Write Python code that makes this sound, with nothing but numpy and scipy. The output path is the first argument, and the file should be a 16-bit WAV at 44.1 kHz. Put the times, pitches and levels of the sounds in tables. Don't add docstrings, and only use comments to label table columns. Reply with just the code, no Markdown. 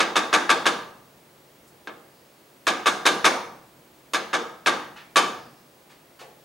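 import sys
import numpy as np
from scipy import signal
from scipy.fft import rfft
from scipy.io import wavfile
from scipy.ndimage import uniform_filter1d

SR = 44100
rng = np.random.default_rng(int(sys.argv[2]) if len(sys.argv) > 2 else 0)


def file_out(sig):
    cols = np.atleast_2d(sig).T
    lim = np.clip(cols, -1, 1)
    pcm = np.round(lim * 32767).astype(np.int16)
    wavfile.write(sys.argv[1], SR, pcm)


N = 284245
HZ = np.fft.rfftfreq(32768, 1 / SR)
# freq_hz, level_db
CLACK_SPECTRUM = [(40, -30.5), (80, -25), (130, -13.5), (210, -1.5), (400, -2.5), (1000, 3), (1700, 2.5),
                  (1900, -1.5), (3900, -3), (4400, -6), (7200, -11.5), (10500, -20), (13000, -32),
                  (15500, -41)]


def gain_of(db):
    return 10 ** (np.asarray(db) / 20)


def unit_rms(x):
    return x / np.sqrt(np.mean(x ** 2) + 1e-20)


def curve(points, hz=HZ):
    point_hz, value = np.transpose(points)
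    return np.interp(np.log(hz + 1), np.log(point_hz + 1), value)


def add(mix, start_s, sound):
    start = round(start_s * SR)
    sound = sound[:, max(-start, 0):]
    part = mix[:, max(start, 0):][:, :sound.shape[1]]
    part += sound[:, :part.shape[1]]


def coloured(x, gain):
    log_gain = np.log(np.maximum(np.r_[gain, gain[-2:0:-1]], 1e-6))
    taps = np.fft.ifft(np.exp(np.conj(signal.hilbert(log_gain)))).real[:len(HZ) // 2]
    return signal.fftconvolve(x, taps)[:len(x)]


def band_average(power, base_hz=70, share=0.073):
    half_hz = (base_hz + share * HZ) / 2
    total = np.cumsum(power)
    in_band = np.interp(HZ + half_hz, HZ, total) - np.interp(HZ - half_hz, HZ, total)
    return in_band * HZ[1] / (2 * half_hz)


def kitchen(scatter, near_gain, far_gain, direct_db, crisp_db=0, smear_s=0.0042, build_s=0.01):
    # delay_s, level_db
    echoes = [(.002, -7.5), (.009, -6.5), (0.01, -0.5), (0.0178, -3), (0.021, -11), (0.025, -11.5),
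              (0.033, -9.5)]
    # freq_hz, t60_s
    tail_t60 = [(100, 2.07), (260, 0.47), (700, 0.6457), (1400, 0.5773), (2500, 0.5), (4100, 0.49),
                (5000, 0.51), (6000, 0.5), (8000, 0.38), (13000, 0.61)]
    # freq_hz, level_db
    tail_level = [(150, -1.5), (300, 7), (500, 3), (1100, -5), (3000, -8.5), (7000, -8), (13000, -10)]
    # freq_hz, side_to_mid_db
    near_width = [(180, -14.5), (500, -3.5), (1000, -10.5), (2000, -11), (4000, -20), (8000, -12.5),
                  (14000, -34)]
    far_width = [(180, -17), (500, -10), (1000, -7.5), (7000, -8.5), (14000, -42.5)]
    t = np.arange(SR) / SR
    treble_db = curve([(2500, 0), (8000, min(direct_db - 4, 0) + crisp_db)])
    burst = scatter[0, 0, ::-1] * np.exp(-t / (2 * smear_s))
    echo_power = sum(gain_of(db) ** 2 * (t >= s) * np.exp(-abs(t - s) / smear_s) for s, db in echoes)
    near = scatter[0] * np.sqrt(echo_power)
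    near[0] += coloured(burst, gain_of(direct_db + treble_db))
    hz, age_s, bands = signal.stft(scatter[1], SR, nperseg=512)
    bands *= gain_of(curve(tail_level, hz)[:, None] - 60 * age_s / curve(tail_t60, hz)[:, None])
    far = signal.istft(bands, SR)[1][:, :SR] * (1 - np.exp(-t / build_s))
    powers = abs(rfft(near + far, 2 * len(HZ) - 2)) ** 2
    flat_mid, flat_side = [band_average(power) ** -.5 for power in powers]
    mid = coloured(near[0], near_gain * flat_mid) + coloured(far[0], far_gain * flat_mid)
    side = coloured(near[1], near_gain * flat_side * gain_of(curve(near_width)))
    side += coloured(far[1], far_gain * flat_side * gain_of(curve(far_width)))
    return np.array([mid, side])


def stove(mid_rms_db=-55.5, patchy_db=-0.7):
    # freq_hz, relative_db
    spectrum = [(15, -52), (25, -52), (48, -8.5), (81, -11), (131, -3.5), (326, -1.5), (415, -3.5),
                (543, -1.5), (709, -5), (769, -7), (833, -6.5), (1500, -12), (4620, -17.5), (5720, -19),
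                (15000, -21)]
    # freq_hz, side_to_mid_db
    width = [(30, -0.5), (70, -17.5), (220, -19.5), (500, -9.5), (1000, -4.5), (2000, -2.5), (4500, -5),
             (8000, -11.5), (13000, -35)]
    hz = np.fft.rfftfreq(2048, 1 / SR)
    real, imaginary, patches = rng.standard_normal((3, 2, len(hz), N // 512 + 5))
    patches = uniform_filter1d(patches[0], size=24, axis=0)
    patches = unit_rms(uniform_filter1d(patches, size=9, axis=1))
    flicker_db = patchy_db * patches / (1 + hz[:, None] / 2000)
    bands = (real + 1j * imaginary) * gain_of(curve(spectrum, hz)[:, None] + flicker_db)
    bands[1] *= gain_of(curve(width, hz))[:, None]
    rush = signal.istft(bands, nperseg=2048, noverlap=1536)[1][:, :N]
    return rush * gain_of(mid_rms_db) / rush[0].std()


def appliance_hum(waver=.3):
    # pitch_hz, rms_db
    tones = [(60, -82.5), (140, -70), (360.7, -69), (419.9, -73), (15735, -68.5)]
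    out, t = np.zeros((2, N)), np.arange(N) / SR
    for pitch_hz, rms_db in tones:
        drift_cycles = waver * np.cumsum(rng.standard_normal(N)) / np.sqrt(SR)
        out[0] += gain_of(rms_db) * np.sqrt(2) * np.sin(2 * np.pi * (pitch_hz * t + drift_cycles))
    return out


def touches_and_sizzle(skirt_db=-24):
    # start_s, loudest_rms_db, swell_s, fade_s, centre_hz, width_octaves
    swells = [(1.671, -60.5, 0.0024, 0.011, 7800, .6), (2.05, -68, 0.35, .2, 4800, .15),
              (4.958, -44.5, 0.0037, 0.045, 1660, 0.89), (5.33, -62, 0.31, 0.11, 5040, 0.13),
              (5.89, -53.5, .015, 0.026, 1490, 1.3), (6.19, -46.5, 0.00028, 0.044, 1200, 1.5),
              (6.212, -44.5, 0.001, 0.0035, 600, 0.37)]
    out, t = np.zeros((2, N)), np.arange(SR) / SR
    for start_s, loudest_rms_db, swell_s, fade_s, centre_hz, width_octaves in swells:
        envelope = (1 - np.exp(-t / swell_s)) * np.exp(-t / fade_s) * (1 - t)
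        noise = rng.standard_normal(SR) * envelope
        resonance = np.exp(-.5 * (np.log2((HZ + 1) / centre_hz) / width_octaves) ** 2)
        body = resonance + gain_of(skirt_db + curve(CLACK_SPECTRUM))
        room = kitchen(rng.standard_normal((2, 2, SR)), body, body, direct_db=9)
        sound = signal.fftconvolve([noise], room, axes=1)
        loudest_rms = np.sqrt(uniform_filter1d(sound[0] ** 2, size=900).max())
        add(out, start_s, gain_of(loudest_rms_db) * sound / loudest_rms)
    return out


def pan_ring(low_wall_db, high_wall_db, presence_db, low_wall_hz=1166, high_wall_hz=1645):
    # pitch_hz, width_hz, over_clack_db
    modes = [(307, 9, 9.6), (339, 12, 4), (364, 35, 7.6), (473, 26, 9.0), (550, 30, 3), (646, 15, 4.7),
             (741, 11, 5.6), (787, 16, 4.8), (898, 10, 7.8), (1063, 15, 1.3), (1166, 30, 12.5),
             (1255, 19, 8.5), (1343, 37, 0.8), (1510, 20, 3.2), (1584, 29, 6.4), (1645, 36, 2.9),
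             (1712, 18, 3), (2194, 58, 6.2), (2342, 28, 5), (2557, 70, 2.6), (3109, 26, 2.2),
             (3361, 19, 4.5), (3643, 85, 8), (5047, 25, 4.2), (5450, 28, 6), (6217, 70, 7.4),
             (6595, 70, 6.9)]
    power = 0
    for pitch_hz, width_hz, db in modes:
        db += low_wall_db * (abs(pitch_hz - low_wall_hz) < 50)
        db += high_wall_db * (abs(pitch_hz - high_wall_hz) < 90)
        db += presence_db * (pitch_hz > 2000)
        power += gain_of(db) ** 2 / (1 + (2 * (HZ - pitch_hz) / width_hz) ** 2)
    return power


def spoon_raps(trim_db=-1, alike=0.38, wood_db=1.47, near_ring_db=2, usual_pause_s=.28):
    # start_s, blow_db, bright_db, low_wall_db, high_wall_db
    raps = [(-0.006, 21, -5, -3.5, -1), (0.1559, 20, -0.5, -1.5, -1.5), (0.328, 22.5, -2, 0, 6),
            (0.4921, 21.5, -1, 1.5, 5), (0.6555, 21, -2, 1, 1), (1.8725, 1.4, -16, -9, 6.5),
            (2.668, 19.5, -1, -1.5, 1.5), (2.8585, 20, 1, 0.5, 3.5), (3.054, 23.5, 1.5, -0.5, 2),
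            (3.243, 24, 0.5, .5, 0.5), (4.135, 15, 3.5, 2, 6.5), (4.3309, 17, -5.5, -0.5, 4.5),
            (4.6601, 20.5, -1.7, 1, 4), (5.158, 23, 1.5, 4.5, 0.5)]
    out, common = np.zeros((2, N)), rng.standard_normal((2, 2, SR))
    far_ring = gain_of(curve([(800, 0), (1100, -7), (1600, -4)])) ** 2
    crack = gain_of(curve([(7000, 0), (13000, 4)]))
    pauses_s = np.minimum(np.diff([rap[0] for rap in raps]), 1)
    crispness_db = 6.5 * np.log2(np.r_[pauses_s[0], pauses_s] / usual_pause_s)
    for (start_s, blow_db, bright_db, low_wall_db, high_wall_db), crisp_db in zip(raps, crispness_db):
        harder_db = blow_db - 20
        bass_db = 0.27 - 0.18 * harder_db
        first_touch_db = -4 - 0.4 * harder_db
        presence_db = -0.12 + 0.19 * bright_db
        contact_db = curve([(450, bass_db), (850, 0.015), (1700, 0), (3200, presence_db),
                            (6000, bright_db / 2), (11000, bright_db)])
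        scatter = np.sqrt(alike) * common + np.sqrt(1 - alike) * rng.standard_normal(common.shape)
        ripple = unit_rms(uniform_filter1d(rng.standard_normal(len(HZ)), size=110))
        ripple_db = wood_db * ripple * np.minimum(HZ / 1500, 1)
        clack = gain_of(trim_db + blow_db + contact_db + ripple_db + curve(CLACK_SPECTRUM))
        ring = pan_ring(low_wall_db, high_wall_db, presence_db)
        near_gain = crack * clack * np.sqrt(1 + gain_of(near_ring_db) ** 2 * ring)
        far_gain = clack * np.sqrt(1 + far_ring * ring)
        add(out, start_s, kitchen(scatter, near_gain, far_gain, first_touch_db, crisp_db))
    return out


def scene():
    mid, side = spoon_raps() + touches_and_sizzle() + stove() + appliance_hum()
    return np.array([mid + side, mid - side])


def record(dry, ceiling=.9, cutoff_hz=15860):
    rounded = dry / (1 + (dry / ceiling) ** 8) ** (1 / 8)
    lowpass = signal.firwin(1023, cutoff_hz, window=("kaiser", 9), fs=SR)
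    return signal.oaconvolve(rounded, lowpass[None], "same")


dry = scene()
out = record(dry)
file_out(out)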